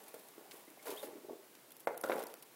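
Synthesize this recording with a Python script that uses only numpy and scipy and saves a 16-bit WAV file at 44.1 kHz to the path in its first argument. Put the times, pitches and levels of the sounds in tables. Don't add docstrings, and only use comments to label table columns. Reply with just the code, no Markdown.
import sys
import numpy as np
from scipy import signal
from scipy.fft import rfft, irfft
from scipy.io import wavfile
from scipy.ndimage import uniform_filter1d, minimum_filter1d

SR = 44100
rng = np.random.default_rng(int(sys.argv[2]) if len(sys.argv) > 2 else 0)


def transcribe(u):
    v = np.clip(np.atleast_2d(u).T, -1, 1)
    q = np.round(v * 32767).astype(np.int16)
    wavfile.write(sys.argv[1], SR, q)


def field_ratio(decibels):
    return 10 ** (np.asarray(decibels, dtype=float) / 20)


N = 112454

TICK_HZ, TICK_BODY_HZ = 11940, 3610


def band(x, hz, width_hz):
    return signal.lfilter(*signal.iirpeak(hz, hz / width_hz, fs=SR), x)


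def ring(x, hz, t60):
    pole = np.exp(2j * np.pi * hz / SR - np.log(1000) / (t60 * SR))
    return signal.lfilter([1], [1, -pole], x).imag


def decay(t, t60):
    return 1000. ** (-t / t60)


def unit(x):
    return x / np.sqrt(np.mean(x ** 2))


def add(track, s, sound):
    i = int(s * SR)
    track[i:i + len(sound)] += sound[:N - i]


def curve(rows, index):
    return np.interp(np.arange(N) / SR, [r[0] for r in rows], [r[index] for r in rows])


def ragged(length, depth):
    return 1 + depth * unit(uniform_filter1d(rng.standard_normal(length), size=60))


def box(x):
    # (pitch [Hz], level [dB], t60 [s])
    box_tones = [(327, -6, 0.037), (433, 2.5, 0.028), (467.5, 3.5, 0.041), (609.4, 1, 0.053),
                 (780, 3, 0.031), (937, 2, 0.049), (1118, -2.5, 0.086), (1385, 0, 0.012), (1700, -6, 0.11)]
    detune, scatter_db = .05, 2.
    grip = rng.standard_normal((len(box_tones), 2))
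    out = 0
    for k, (hz, db, t60) in enumerate(box_tones):
        tone = ring(x, hz * (1 + detune * grip[k, 1]), t60)
        out = out + (-1) ** k * field_ratio(db + scatter_db * grip[k, 0]) * tone
    return out


def slips(per_s):
    scatter_db = 2 * np.minimum(rng.exponential(size=N), 2)
    size = field_ratio(scatter_db) * np.tanh(rng.standard_normal(N))
    return size * (rng.random(N) < per_s / SR)


def slide():
    # (time [s], pressure [dB], dryness [dB])
    rubbing = [(0, -50, -13), (.2, -54.5, -8), (.5, -56, -12), (.54, -49.5, -9), (.81, -63.5, -11),
               (.856, -43, -12), (.862, -35.5, -18.5), (1.06, -53, 0.5), (1.08, -48.5, -13),
               (1.27, -64, -21), (1.3, -80, -41), (1.5, -83, -19), (1.865, -77, 5), (1.89, -62, -18),
               (2.03, -44, -11), (2.05, -41, -11), (2.2, -39, -16.5), (2.42, -61, -10.5)]
    slips_per_s, bursts_per_s, burst_db = 500, 280, 5.
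    body_level_db, mid_level_db, dry_level_db = -13, -19, -3.5
    press = field_ratio(curve(rubbing, index=1))

    body = unit(sum(box(uniform_filter1d(slips(slips_per_s / 2), size=16)) for _ in range(2)))

    steps = np.tanh(rng.standard_normal(1000))
    bursts = field_ratio(burst_db * np.interp(np.arange(N) / SR * bursts_per_s, np.arange(1000), steps))
    fine = slips(12 * slips_per_s) * bursts
    bright = unit(band(band(fine, TICK_HZ, 11100.0), TICK_HZ, 11100.0))
    dull = unit(band(fine, TICK_BODY_HZ, 4100.0))
    rustle = bright + field_ratio(-7.0) * dull
    mid = unit(band(slips(4 * slips_per_s) * bursts, 2100.0, 2300.0))

    dryness = field_ratio(dry_level_db + curve(rubbing, index=2))
    return press * (field_ratio(body_level_db) * body + field_ratio(mid_level_db) * mid + dryness * rustle)


def hiss():
    # (pitch [Hz], level [dB per Hz])
    hiss_colour = [(20, -53), (60, -39), (130, 1), (340, 10.5), (1100, 2), (3600, -3.5), (6500, -5.5),
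                   (13000, -3)]
    level_db = -61.5
    hz = np.maximum(np.arange(N // 2 + 1) * SR / N, 1)
    shape_db = np.interp(np.log(hz), np.log([r[0] for r in hiss_colour]), [r[1] for r in hiss_colour])
    spectrum = rfft(rng.standard_normal(N)) * field_ratio(shape_db) * (hz < 16500)
    return field_ratio(level_db) * unit(irfft(spectrum, N))


def ticks():
    # (time [s], peak level [dB], body level [dB], length [s])
    lid_ticks = [(0.037, -35, -26, 0.0034), (0.081, -35.5, -10.5, 0.0091), (0.142, -32.5, -11.5, 0.006),
                 (0.196, -37, -11, 0.0029), (.286, -34.5, -9, .003), (0.511, -40, 3.5, 0.0054),
                 (0.517, -39.5, 4, .004), (0.534, -34, -23, 0.0045), (0.569, -36, -11, 0.0026),
                 (0.702, -37, -9, .003), (0.826, -39.5, -5.5, 0.012), (0.859, -27, -22, 0.0013),
                 (0.869, -25, -22, 0.0039), (0.878, -28.5, -11, 0.014), (0.903, -28.5, -11.5, 0.014),
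                 (0.916, -33.5, -4.5, 0.0068), (0.973, -39, -2, 0.0021), (1.027, -35, -5, 0.019),
                 (1.052, -42, -3, 0.0028), (1.552, -40, 0.5, 0.0022)]
    # (time [s], peak level [dB], body level [dB], length [s])
    paper_ticks = [(1.706, -34, -16, 0.0029), (1.719, -30.5, -15, 0.0035), (1.767, -30, -15, 0.0014),
                   (1.798, -33.5, -13, 0.0029), (1.803, -32, -13, 0.005), (1.8716, -33, -6, 0.0057),
                   (1.888, -36, -20, .002), (1.9765, -19, -22, 0.0009), (1.977, -30.5, -7.5, 0.003),
                   (2.0124, -19.5, -30, 0.0006), (2.0137, -19, -30, .0008), (2.038, -30.5, 2, 0.0027),
                   (2.1245, -30.5, -19, 0.0033), (2.156, -31, -29, 0.0008), (2.16, -25, -29, .0008),
                   (2.168, -40, -20, .001), (2.192, -27, -15, 0.001), (2.196, -31.5, -14, 0.0044),
                   (2.229, -26.5, -8, 0.001), (2.2375, -22.5, -27, 0.0013), (2.298, -41, -19, .002),
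                   (2.2686, -26, -10, 0.0018), (2.34, -24.5, -10.5, 0.0015), (2.4247, -31, -10.5, 0.0054)]
    level_db, snap_db, width_hz = -10.5, 7.5, 6370
    out, t = np.zeros(N), np.arange(SR // 20) / SR
    for s, db, body_db, length in lid_ticks + paper_ticks:
        fade = t / max(length, .0003)
        crackle = np.exp(-fade) * (1 - np.exp(-4 * fade)) + np.exp(-8 * fade)
        burst = rng.standard_normal((2, len(t))) * crackle
        burst[:, 0] = field_ratio(snap_db) * min(1, 0.0028 / length)
        top = band(band(burst[0], TICK_HZ, width_hz), TICK_HZ, width_hz)
        body = field_ratio(body_db + 4.5) * band(burst[1], TICK_BODY_HZ, 4600.0)
        add(out, s, field_ratio(db + level_db) * (top + body))
    return out


def knocks():
    # (time [s], peak level [dB], pitch [Hz], hardness [dB])
    lid_knocks = [(0.139, -39, 477, -13), (0.163, -50.5, 476, -15), (0.377, -42.5, 370, -11.5),
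                  (0.409, -49.5, 380, -9), (0.536, -46.5, 368, -14), (0.676, -49, 310, -28),
                  (0.771, -49, 720, -25), (0.855, -53, 470, -13), (0.868, -43, 480, 1.5),
                  (.8765, -40, 490, -14), (.883, -41.5, 428, -24), (0.890, -35.5, 400, -12),
                  (.903, -44, 527, -28), (0.921, -38.5, 400, -23), (.932, -46.5, 430, -21),
                  (.94, -54, 450, -25), (1.027, -38.5, 546, -7.5), (1.032, -42, 496, -10),
                  (1.04, -39, 359, -26), (1.069, -40.5, 403, -10), (1.082, -42, 406, -18),
                  (1.128, -43.5, 395, -30), (1.152, -42.5, 318, -35), (1.162, -45, 397, -28),
                  (1.178, -46, 308, -25), (1.244, -43.5, 380, -40), (1.283, -40.5, 386, -40),
                  (1.292, -40, 640, -57), (1.304, -36, 359, -44), (1.328, -39.5, 390, -52)]
    # (time [s], peak level [dB], pitch [Hz], hardness [dB])
    card_knocks = [(1.8703, -21.5, 602, -9.5), (1.8765, -39.5, 700, -5), (1.8845, -33.5, 560, -18),
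                   (1.906, -35, 600, -34), (1.942, -42.5, 493, -7), (1.966, -49, 655, -26),
                   (2.001, -49, 620, -30), (2.036, -29.5, 530, -8.5), (2.045, -29, 490, -30),
                   (2.065, -39, 550, -29), (2.085, -38, 504, -30), (2.095, -22.5, 577, -13),
                   (2.098, -31.5, 556, -20), (2.103, -27.5, 590, -13.5), (2.1165, -29.5, 560, -1.5),
                   (2.121, -35, 540, -2), (2.13, -32, 475, -20), (2.153, -30.5, 410, -38),
                   (2.164, -36.5, 442, -11), (2.181, -31, 528, -27), (2.202, -37, 620, -13),
                   (2.235, -38, 450, -16), (2.287, -47, 576, -28), (2.338, -50, 507, -9)]
    # (pitch [Hz], level [dB], t60 [s])
    card_tones = [(1415, 4.5, .04), (1990, 12, 0.0083), (2300, -27, 0.009), (2900, -18, 0.013),
                  (3230, -32, 0.0097), (3800, -2, 0.013), (4950, -16, .01)]
    thud_db, box_db, edge_db = 5.5, -8, 1.5
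    grit_db, card_db, crack_db = -9, 3.5, -3
    lag_s, edge_hz, crack_hz = .0018, 1650, 1460
    out, t = np.zeros(N), np.arange(SR // 10) / SR
    # its knocks, rise time [s], thud t60 [s]
    for rows, rise_s, thud_t60 in ((lid_knocks, 0.0013, 0.026), (card_knocks, 0.00042, 0.016)):
        rise = 1 - np.exp(-(t / rise_s) ** 2)
        for s, db, hz, hard_db in rows:
            thud = -rise * np.sin(2 * np.pi * hz * t) * decay(t, thud_t60)

            grit = rise * rng.standard_normal(len(t)) * decay(t, 0.048)
            rattle = 4 * band(band(grit, edge_hz, 910.0), edge_hz, 2300.0)
            tap = rng.standard_normal(len(t)) * decay(t, .005) + 6 * (t == 0)
            tones = sum(field_ratio(tone_db) * ring(tap, tone_hz, t60) for tone_hz, tone_db, t60 in card_tones)
            edge = field_ratio(grit_db) * rattle + field_ratio(card_db) * rise * tones / 40
            crack = field_ratio(crack_db) * 4 * rise * np.sin(2 * np.pi * crack_hz * t) * decay(t, 0.0055)
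            hit = field_ratio(thud_db) * thud + field_ratio(edge_db + hard_db) * (edge + crack)
            add(out, s + lag_s, field_ratio(db) * hit)

            push = np.hanning(int(SR / hz / 1.94) + 2)
            push = np.pad(push / push.sum(), (0, len(t)))
            answer = band(box(push), hz, 0.8 * hz)
            add(out, s + lag_s + rise_s, field_ratio(db + box_db) * answer)
    return out


def scuffs():
    # (time [s], peak level [dB], pitch [Hz], length [s])
    scuff_events = [
        (0.46, -58.5, 770, 0.0072),
        (0.517, -52.5, 2185, 0.0042),
        (0.679, -61.5, 2045, 0.0081),
        (0.796, -58.5, 2160, 0.008),
        (1.718, -68.5, 3420, 0.015),
        (2.043, -38, 1430, 0.0053),
        (2.273, -56, 4750, 0.00091),
    ]
    out = np.zeros(N)
    t = np.arange(-SR // 30, SR // 30) / SR
    for s, db, hz, length in scuff_events:
        swell = ragged(len(t), .6) * np.exp(-(t / length) ** 2)
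        chirp = np.sin(2 * np.pi * hz * t * (1 + 2.4 * t))
        add(out, s - 1 / 30, field_ratio(db) * swell * chirp)
    return out


def squeak():
    # (time [s], pitch [Hz], level [dB])
    whistle = [
        (.968, 2950, -60),
        (.973, 3150, -55),
        (.979, 3350, -51),
        (.985, 3680, -57),
        (.997, 3700, -56),
        (1.005, 3600, -59),
        (1.012, 3480, -68),
        (1.016, 3420, -70),
    ]
    t = np.arange(N) / SR
    on = (t > whistle[0][0]) & (t < whistle[-1][0])
    tone = np.sin(2 * np.pi * np.cumsum(curve(whistle, index=1)) / SR)
    return on * ragged(N, .33) * np.sqrt(2) * field_ratio(curve(whistle, index=2)) * tone


def room(x):
    t, step, out = np.arange(SR // 2) / SR, SR // 20, np.zeros(N)
    for start in range(0, N, step):
        noise = rng.standard_normal((2, len(t))) * (t > .003)
        low = signal.lfilter(*signal.butter(2, 2330, fs=SR), noise[0]) * decay(t, 0.44)
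        tail = low + field_ratio(-11.5) * noise[1] * decay(t, 0.43)
        tail = tail / np.sqrt(np.sum(tail ** 2))
        piece = x[start:start + 2 * step]
        piece = piece * np.hanning(2 * step)[:len(piece)]
        add(out, start / SR, signal.fftconvolve(piece, tail))
    return out


def table_rumble(near):
    shake = unit(band(rng.standard_normal(N), 42.0, 79.0))
    moving = uniform_filter1d(np.abs(near), size=400) * shake
    return field_ratio(-52) * band(moving, 35.0, 86.0) * 10


def scene():
    near = slide() + ticks() + knocks() + scuffs() + squeak()
    rumble = table_rumble(near)
    mic_low_cut = signal.butter(3, 210, "high", fs=SR, output="sos")
    heard = signal.sosfilt(mic_low_cut, near + field_ratio(-11) * room(near))
    return (heard + rumble + hiss())[None]


def starve(x):
    margin_db, range_db, span_s = 9., 8., .046
    most_lost, lowest_hz = .5, 2600
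    hz, t, z = signal.stft(x, SR, nperseg=256, noverlap=192)
    treble_power = np.mean(np.abs(z[hz > 8000]) ** 2, axis=0)
    bright_db = 10 * np.log10(uniform_filter1d(treble_power, size=3) + 1e-18)
    near_db = -minimum_filter1d(-bright_db, size=int(span_s * SR / 64))
    share = most_lost * np.clip((near_db - bright_db - margin_db) / range_db, 0, 1)
    patch = np.kron(rng.random((43, len(t) // 4 + 1)), np.ones((3, 4)))[:len(hz), :len(t)]
    lost = (patch < share) & (hz[:, None] > lowest_hz)
    return signal.istft(z * ~lost, SR, nperseg=256, noverlap=192)[1][:N]


def hush_before_hits(x):
    treble = signal.sosfiltfilt(signal.butter(4, (1600, 7000), "band", fs=SR, output="sos"), x)
    now = uniform_filter1d(np.abs(x), size=90)
    ahead = -minimum_filter1d(-now, size=601, origin=-300)
    rise_db = 20.
    keep = uniform_filter1d(np.clip(now / ahead * field_ratio(rise_db), 0, 1) ** 4, size=60)
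    return x - (1 - keep) * treble


def low_pass(x):
    return signal.sosfilt(signal.butter(12, 16670, fs=SR, output="sos"), x)


def record(dry):
    x = signal.sosfilt(signal.ellip(6, .3, 28, 15750, fs=SR, output="sos"), dry)
    mix = starve(hush_before_hits(x)[0])[None]
    return low_pass(mix)


dry = scene()
out = record(dry)
transcribe(out)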